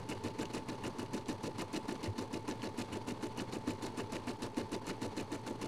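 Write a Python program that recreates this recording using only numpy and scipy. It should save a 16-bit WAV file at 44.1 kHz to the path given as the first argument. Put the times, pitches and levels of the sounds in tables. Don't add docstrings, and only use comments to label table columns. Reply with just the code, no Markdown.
import sys
import numpy as np
from scipy import signal
from scipy.fft import rfft, irfft, next_fast_len
from scipy.io import wavfile
from scipy.ndimage import uniform_filter1d

SR = 44100
rng = np.random.default_rng(int(sys.argv[2]) if len(sys.argv) > 2 else 0)


def dump(signal):
    limited = np.clip(np.atleast_2d(signal).T, -1, 1)
    pcm = np.round(limited * 32767).astype(np.int16)
    wavfile.write(sys.argv[1], SR, pcm)


def ratio(d):
    e = np.asarray(d, float) / 20
    return 10 ** e


N = 250047
TURN_S, FIRST_S, STITCH_COUNT = .14937, .0905, 38


def unit(x):
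    return x / np.sqrt(np.mean(x ** 2))


def colour(x, points, peaks=()):
    size = next_fast_len(N)
    hz = np.arange(size // 2 + 1) * SR / size + 1
    curve_hz, curve_db = np.array(points, float).T
    gain_db = np.interp(np.log(hz), np.log(curve_hz), curve_db)
    for centre_hz, width_hz, peak_db in peaks:
        gain_db = gain_db + peak_db / (1 + (2 * (hz - centre_hz) / width_hz) ** 2)
    return irfft(rfft(x, size) * ratio(gain_db), size)[:N]


def walk(rate_hz):
    hold = int(SR / rate_hz)
    levels = np.repeat(rng.standard_normal(N // hold + 1), hold)
    slewed = uniform_filter1d(uniform_filter1d(levels, hold), hold)
    return unit(slewed[:N])


def add(out, start_s, wave):
    i = int(round(start_s * SR))
    first, last = max(i, 0), min(i + len(wave), N)
    if last > first:
        out[first:last] += wave[first - i:last - i]


def ring(pitch_hz, rise_ms):
    t = np.arange(int(.25 * SR)) / SR
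    rise = t * 1000 / max(rise_ms, .5)
    return rise * np.exp(1 - rise) * np.sin(2 * np.pi * pitch_hz * t)


def tick(decay_ms):
    ms = np.arange(int(.018 * SR)) * 1000 / SR
    front = np.minimum(ms / .88, 1)
    return rng.standard_normal(len(ms)) * np.exp(-ms / max(decay_ms, .3)) * front


def shaft():
    lead_s = .02
    t = np.arange(N) / SR - FIRST_S + lead_s
    turn = np.floor(t / TURN_S).astype(int)
    return turn, (t - turn * TURN_S - lead_s) * 1000


# start_s [s], blow_db, slide_db, release_db [dB]
ACCENTS = [(.09, 0.5, 2, -0.5), (.389, 1, 1, 5), (.539, -0.5, 4, 4.5), (.688, 0.5, -10, -3),
           (.837, -3.5, 1, 2), (.987, 1.1, -4, -6.5), (1.136, 3.5, -3.5, 4.5), (1.285, 3, 1, -6),
           (1.435, -0.2, 2.5, 1), (1.584, 0.5, 6, 1.5), (1.734, 0, 4.5, 4), (2.032, 0.3, 1, -3),
           (2.182, 1, -2.5, -1), (2.331, 1, -5, .6), (2.779, 0.5, 3, 8), (2.929, 0.5, -1.5, -1),
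           (3.078, 1, 1.5, -3), (3.227, 1, -3.5, -2), (3.377, -2.5, 3, 2), (3.526, 0.5, 0.5, -4.5),
           (3.675, 3, 1.1, -0.5), (3.825, -0.5, 1, 6.5), (3.974, 0, 5.5, -3.5), (4.124, -1.5, 2, 7),
           (4.572, 3.5, 3.5, 1), (4.721, 0.5, 4, -10), (4.87, -3, 6.5, 1), (5.169, 3, 2, 3),
           (5.468, -2, -7, -3), (5.617, -0.5, -6, 3.5)]


def accents(turn):
    rows = np.array(ACCENTS)
    stitch = np.round((rows[:, 0] - FIRST_S) / TURN_S).astype(int)
    extra_db = np.zeros((STITCH_COUNT, 3))
    extra_db[stitch] = rows[:, 1:]
    return extra_db[np.maximum(turn, 0)].T


# pitch_hz [Hz], level_db [dB per Hz]
RUNNING = [(20, -6.5), (45, -7.5), (80, -24), (92, -2), (140, -3), (250, -2), (500, -6.5), (660, -13),
           (860, -8.5), (1000, -8), (1190, -13), (1300, -18), (3000, -24.5), (5200, -30), (11000, -38.5)]
# pitch_hz [Hz], width_hz [Hz], level_db [dB]
HOUSING = [(113, 34, 5), (440, 37, 3), (920, 170, 2.5), (2200, 81, 5.5), (2880, 100, 2), (3430, 100, 4.5),
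           (4300, 720, 7), (4680, 80, 4), (6160, 200, 2.5), (7240, 200, -7)]


def running(repeat_share=.2, flicker_db=2.5):
    ms = shaft()[1]
    one_turn = rng.standard_normal(int(TURN_S * SR) + 2)
    repeat = one_turn[((ms - ms.min()) * SR / 1000).astype(int)]
    fresh = rng.standard_normal(N) * ratio(flicker_db * walk(150))
    noise = np.sqrt(repeat_share) * repeat + np.sqrt(1 - repeat_share) * fresh
    idle_drop_db, idle_ms = -2, 103
    ease_db = idle_drop_db * np.cos(2 * np.pi * (ms - idle_ms) / (TURN_S * 1000)) / 2
    return unit(colour(noise * ratio(ease_db), RUNNING, HOUSING)) * ratio(-48.5)


# pitch_hz [Hz], level_db [dB rms]
MOTOR = [(62.65, -76), (120.08, -63), (814.4, -72), (939.65, -68), (1002.3, -71)]
# start_ms [ms into turn], level_db [dB rms]
BELT = [(-32, -63), (-24, -56), (8, -54.5), (22, -55), (45, -53), (65, -56), (85, -55), (107, -54.5),
        (117, -63)]


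def whine(flutter_db=.6, wobble_rad=.08):
    belt_hz = 879.9
    ms = shaft()[1]
    ms = np.where(ms > BELT[-1][0], ms - TURN_S * 1000, ms)
    belt = np.sin(2 * np.pi * belt_hz * ms / 1000 + wobble_rad * walk(43))
    belt = belt * ratio(np.interp(ms, *np.transpose(BELT)) + flutter_db * walk(60))
    t = np.arange(N) / SR
    motor = sum(ratio(level_db) * np.sin(2 * np.pi * pitch_hz * t) for pitch_hz, level_db in MOTOR)
    return np.sqrt(2) * (belt + motor)


# start_ms [ms into turn], pitch_hz [Hz], rise_ms [ms], level_db [dB]
CAMS = [(-2.9, 248, 10.5, -37.4), (.7, 455, 12, -48.4), (5.1, 302, 9.7, -36.8), (16.5, 292, 3.5, -36.3),
        (21.6, 351, 1.7, -47.7), (30.3, 335, 12, -44.8), (40.3, 331, 2.7, -33), (45.8, 502, 1.8, -40.5),
        (49, 560, 5, -47.5), (56.9, 390, 3.6, -46.7), (65.8, 230, 11.5, -53.9), (81.5, 237, 7.9, -49.3),
        (109.3, 417, 6, -48), (120.6, 450, 3, -52)]
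# start_ms [ms into turn], pitch_hz [Hz], rise_ms [ms], level_db [dB]
TABLE = [
    (-4, 101, 16, -51.5),
    (43, 99, 16, -51.5),
]


def cams(scatter_db=.9, jitter_ms=.05):
    blow_ms = 12
    out = np.zeros(N)
    for turn in range(-1, STITCH_COUNT):
        strike_s = FIRST_S + turn * TURN_S
        blow_db = accents(turn)[0]
        chance = rng.standard_normal((len(CAMS), 2))
        for (start_ms, pitch_hz, rise_ms, level_db), (late, loud) in zip(CAMS, chance):
            knock_db = level_db + scatter_db * loud + (start_ms < blow_ms) * blow_db
            start_s = strike_s + (start_ms + jitter_ms * late) / 1000
            add(out, start_s, ratio(knock_db) * ring(pitch_hz, rise_ms))
        for start_ms, pitch_hz, rise_ms, level_db in TABLE:
            push_db = level_db + 4.5 * rng.standard_normal()
            add(out, strike_s + start_ms / 1000, ratio(push_db) * ring(pitch_hz, rise_ms))
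        add(out, strike_s + .00036 * rng.standard_normal(), ratio(-46.5) * ring(1024, 2.6))
    return out


# start_ms [ms into turn], level_db [dB]
RUMBLE = [(-12, -19), (-2, -10), (5, -5.5), (20, -2), (32, 0), (45, -1), (56, -6.5), (75, -16), (95, -28)]
# pitch_hz [Hz], level_db [dB per Hz]
RUMBLE_COLOUR = [(90, -15.5), (150, -5.5), (200, 0), (280, 3.5), (370, 4.5), (450, -2), (580, -6),
                 (720, -9.5), (1100, -49.5)]


def carriage(flicker_db=1.5, trim_db=-6):
    turn, ms = shaft()
    blow_db, slide_db, _ = accents(turn)
    early_db = -35.5 + blow_db
    late_db = -37 + .25 * slide_db
    late = np.interp(ms, [14, 26], [0, 1])
    effort_db = (1 - late) * early_db + late * late_db
    shake = unit(colour(rng.standard_normal(N), RUMBLE_COLOUR)) * ratio(flicker_db * walk(90))
    return shake * ratio(effort_db + trim_db + np.interp(ms, *np.transpose(RUMBLE), right=-60))


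# start_ms [ms into turn], level_db [dB]
RATTLE = [(-19, -23), (-1.5, -11), (-4, -4.5), (12, 1), (19, -2), (34, -2.5), (43.5, -1.5), (51, -18.5),
          (128, -35)]
# start_s [s], level_db [dB peak]
STRAYS = [(0.3047, -48), (0.4545, -31.5), (0.5117, -41), (0.7532, -43), (0.865, -31), (1.1084, -56),
          (1.258, -39), (1.763, -26.5), (1.9542, -38.5), (2.0063, -44), (2.5104, -31.5), (2.6194, -34),
          (2.6708, -51), (2.8115, -37), (2.9602, -49), (3.406, -37), (3.7983, -53), (4.1554, -31),
          (4.5446, -42), (4.5994, -47), (4.694, -47), (4.843, -44), (4.9037, -32), (5.0794, -45),
          (5.199, -31), (5.5892, -49), (1.061, -41), (1.21, -45), (4.071, -46), (4.183, -44)]


def rattle(grain_db=2.2, flicker_db=2.4):
    turn, ms = shaft()
    blow_db, slide_db, release_db = accents(turn)
    corners_ms = [12, 24, 34, 41]
    effort_db = np.interp(ms, corners_ms, [1, 0, 0, 0]) * (-44 + .15 * blow_db)
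    effort_db += np.interp(ms, corners_ms, [0, 1, 1, 0]) * (-45.5 + slide_db)
    effort_db += np.interp(ms, corners_ms, [0, 0, 0, 1]) * (-46.5 + release_db)
    parts = [[(1500, 0), (2100, -30)],
             [(1400, -30), (1900, 0), (3000, 0), (3900, -30)],
             [(2700, -30), (3500, 0), (5500, 0), (7500, -30)],
             [(5000, -30), (7000, 0)]]
    grains = np.zeros(N)
    for part in parts:
        uneven_db = grain_db * walk(700) + flicker_db * walk(180)
        grains += colour(rng.standard_normal(N) * ratio(uneven_db), part)
    gate_db = np.interp(ms, *np.transpose(RATTLE), right=-60) - .5
    chatter = unit(grains) * ratio(effort_db + gate_db)
    strays = np.zeros(N)
    for start_s, level_db in STRAYS:
        add(strays, start_s, ratio(level_db - 3) * tick(2.5))
    return chatter + colour(strays, [(1200, -20), (3000, 2), (5500, -3.5), (10000, -5)])


# [dB, bright edge]
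TICKS = [(-3, -61.5, -54), (0.17, -50.5, -58.5), (8.5, -52, -55), (29.5, -56, -60), (42, -53, -59),
         (59, -60, -66), (66.5, -61, -77), (74.5, -75, -71), (96, -70, -70), (122, -62, -72)]


def ticks(scatter_db=2.2, jitter_ms=.7):
    body, edge = np.zeros(N), np.zeros(N)
    for turn in range(-1, STITCH_COUNT):
        chance = rng.standard_normal((len(TICKS), 2))
        for (start_ms, body_db, edge_db), (late, loud) in zip(TICKS, chance):
            start_s = FIRST_S + turn * TURN_S + (start_ms + jitter_ms * late) / 1000
            add(body, start_s, ratio(body_db + 4 + scatter_db * loud) * tick(1.8))
            add(edge, start_s, ratio(edge_db + 7.5 + scatter_db * loud) * tick(3.5))
    return body + colour(edge, [(2000, -47), (5000, -2), (9000, 11)])


# pitch_hz [Hz], level_db [dB per Hz]
RATTLE_COLOUR = [(300, -2), (900, 0.5), (1300, -0.5), (2000, -4), (2900, -1), (3300, -5.5), (4300, -5.5),
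                 (5500, -7), (6200, -4), (8000, -12.5), (10500, -17), (11500, -16.5), (16500, -16)]
# pitch_hz [Hz], width_hz [Hz], level_db [dB]
METAL = [(1733, 162, 13), (2116, 93, 3.5), (2545, 74, 4.5), (2879, 56, 4.5), (3960, 120, 4.5),
         (4320, 100, 6.5), (5970, 190, 6.5)]


def metal(struck):
    gain = np.std(colour(rng.standard_normal(N), RATTLE_COLOUR, METAL))
    return colour(struck, RATTLE_COLOUR, METAL) / gain


def room(x, t60_s=.2, wet_db=-16):
    t = np.arange(int(.4 * SR)) / SR
    tail = rng.standard_normal(len(t)) * np.exp(-np.log(1000) * t / t60_s) * (t > .003)
    tail = tail / np.sqrt(np.sum(tail ** 2))
    tail = colour(tail, [(2000, 0), (5000, -10), (10000, -16)])[:len(t)]
    return x + ratio(wet_db) * signal.fftconvolve(x, tail)[:N]


def scene():
    steady = running() + whine()
    in_room = room(metal(rattle() + ticks()) + carriage())
    return (steady + cams() + in_room)[None]


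STEP_HZ = [11000, 12570, 14330, 16370]
STEP_DB = [-5.5, -8, -8.5, -9]


def microphone(dry):
    step_width_hz, top_hz, hiss_db, offset = 60, 17180, -90, .0012
    hz = np.arange(N // 2 + 1) * SR / N
    top_db = np.zeros(len(hz))
    for pitch_hz, level_db in zip(STEP_HZ, STEP_DB):
        top_db += level_db / (1 + np.exp((pitch_hz - hz) / step_width_hz))
    hiss = ratio(hiss_db) * rng.standard_normal(N)
    return irfft((rfft(dry) * ratio(top_db) + rfft(hiss)) * (hz < top_hz), N) + offset


def roll_off(x):
    return signal.sosfilt(signal.butter(12, 17080, fs=SR, output="sos"), x)


def record(dry):
    return roll_off(microphone(dry))


dry = scene()
out = record(dry)
dump(out)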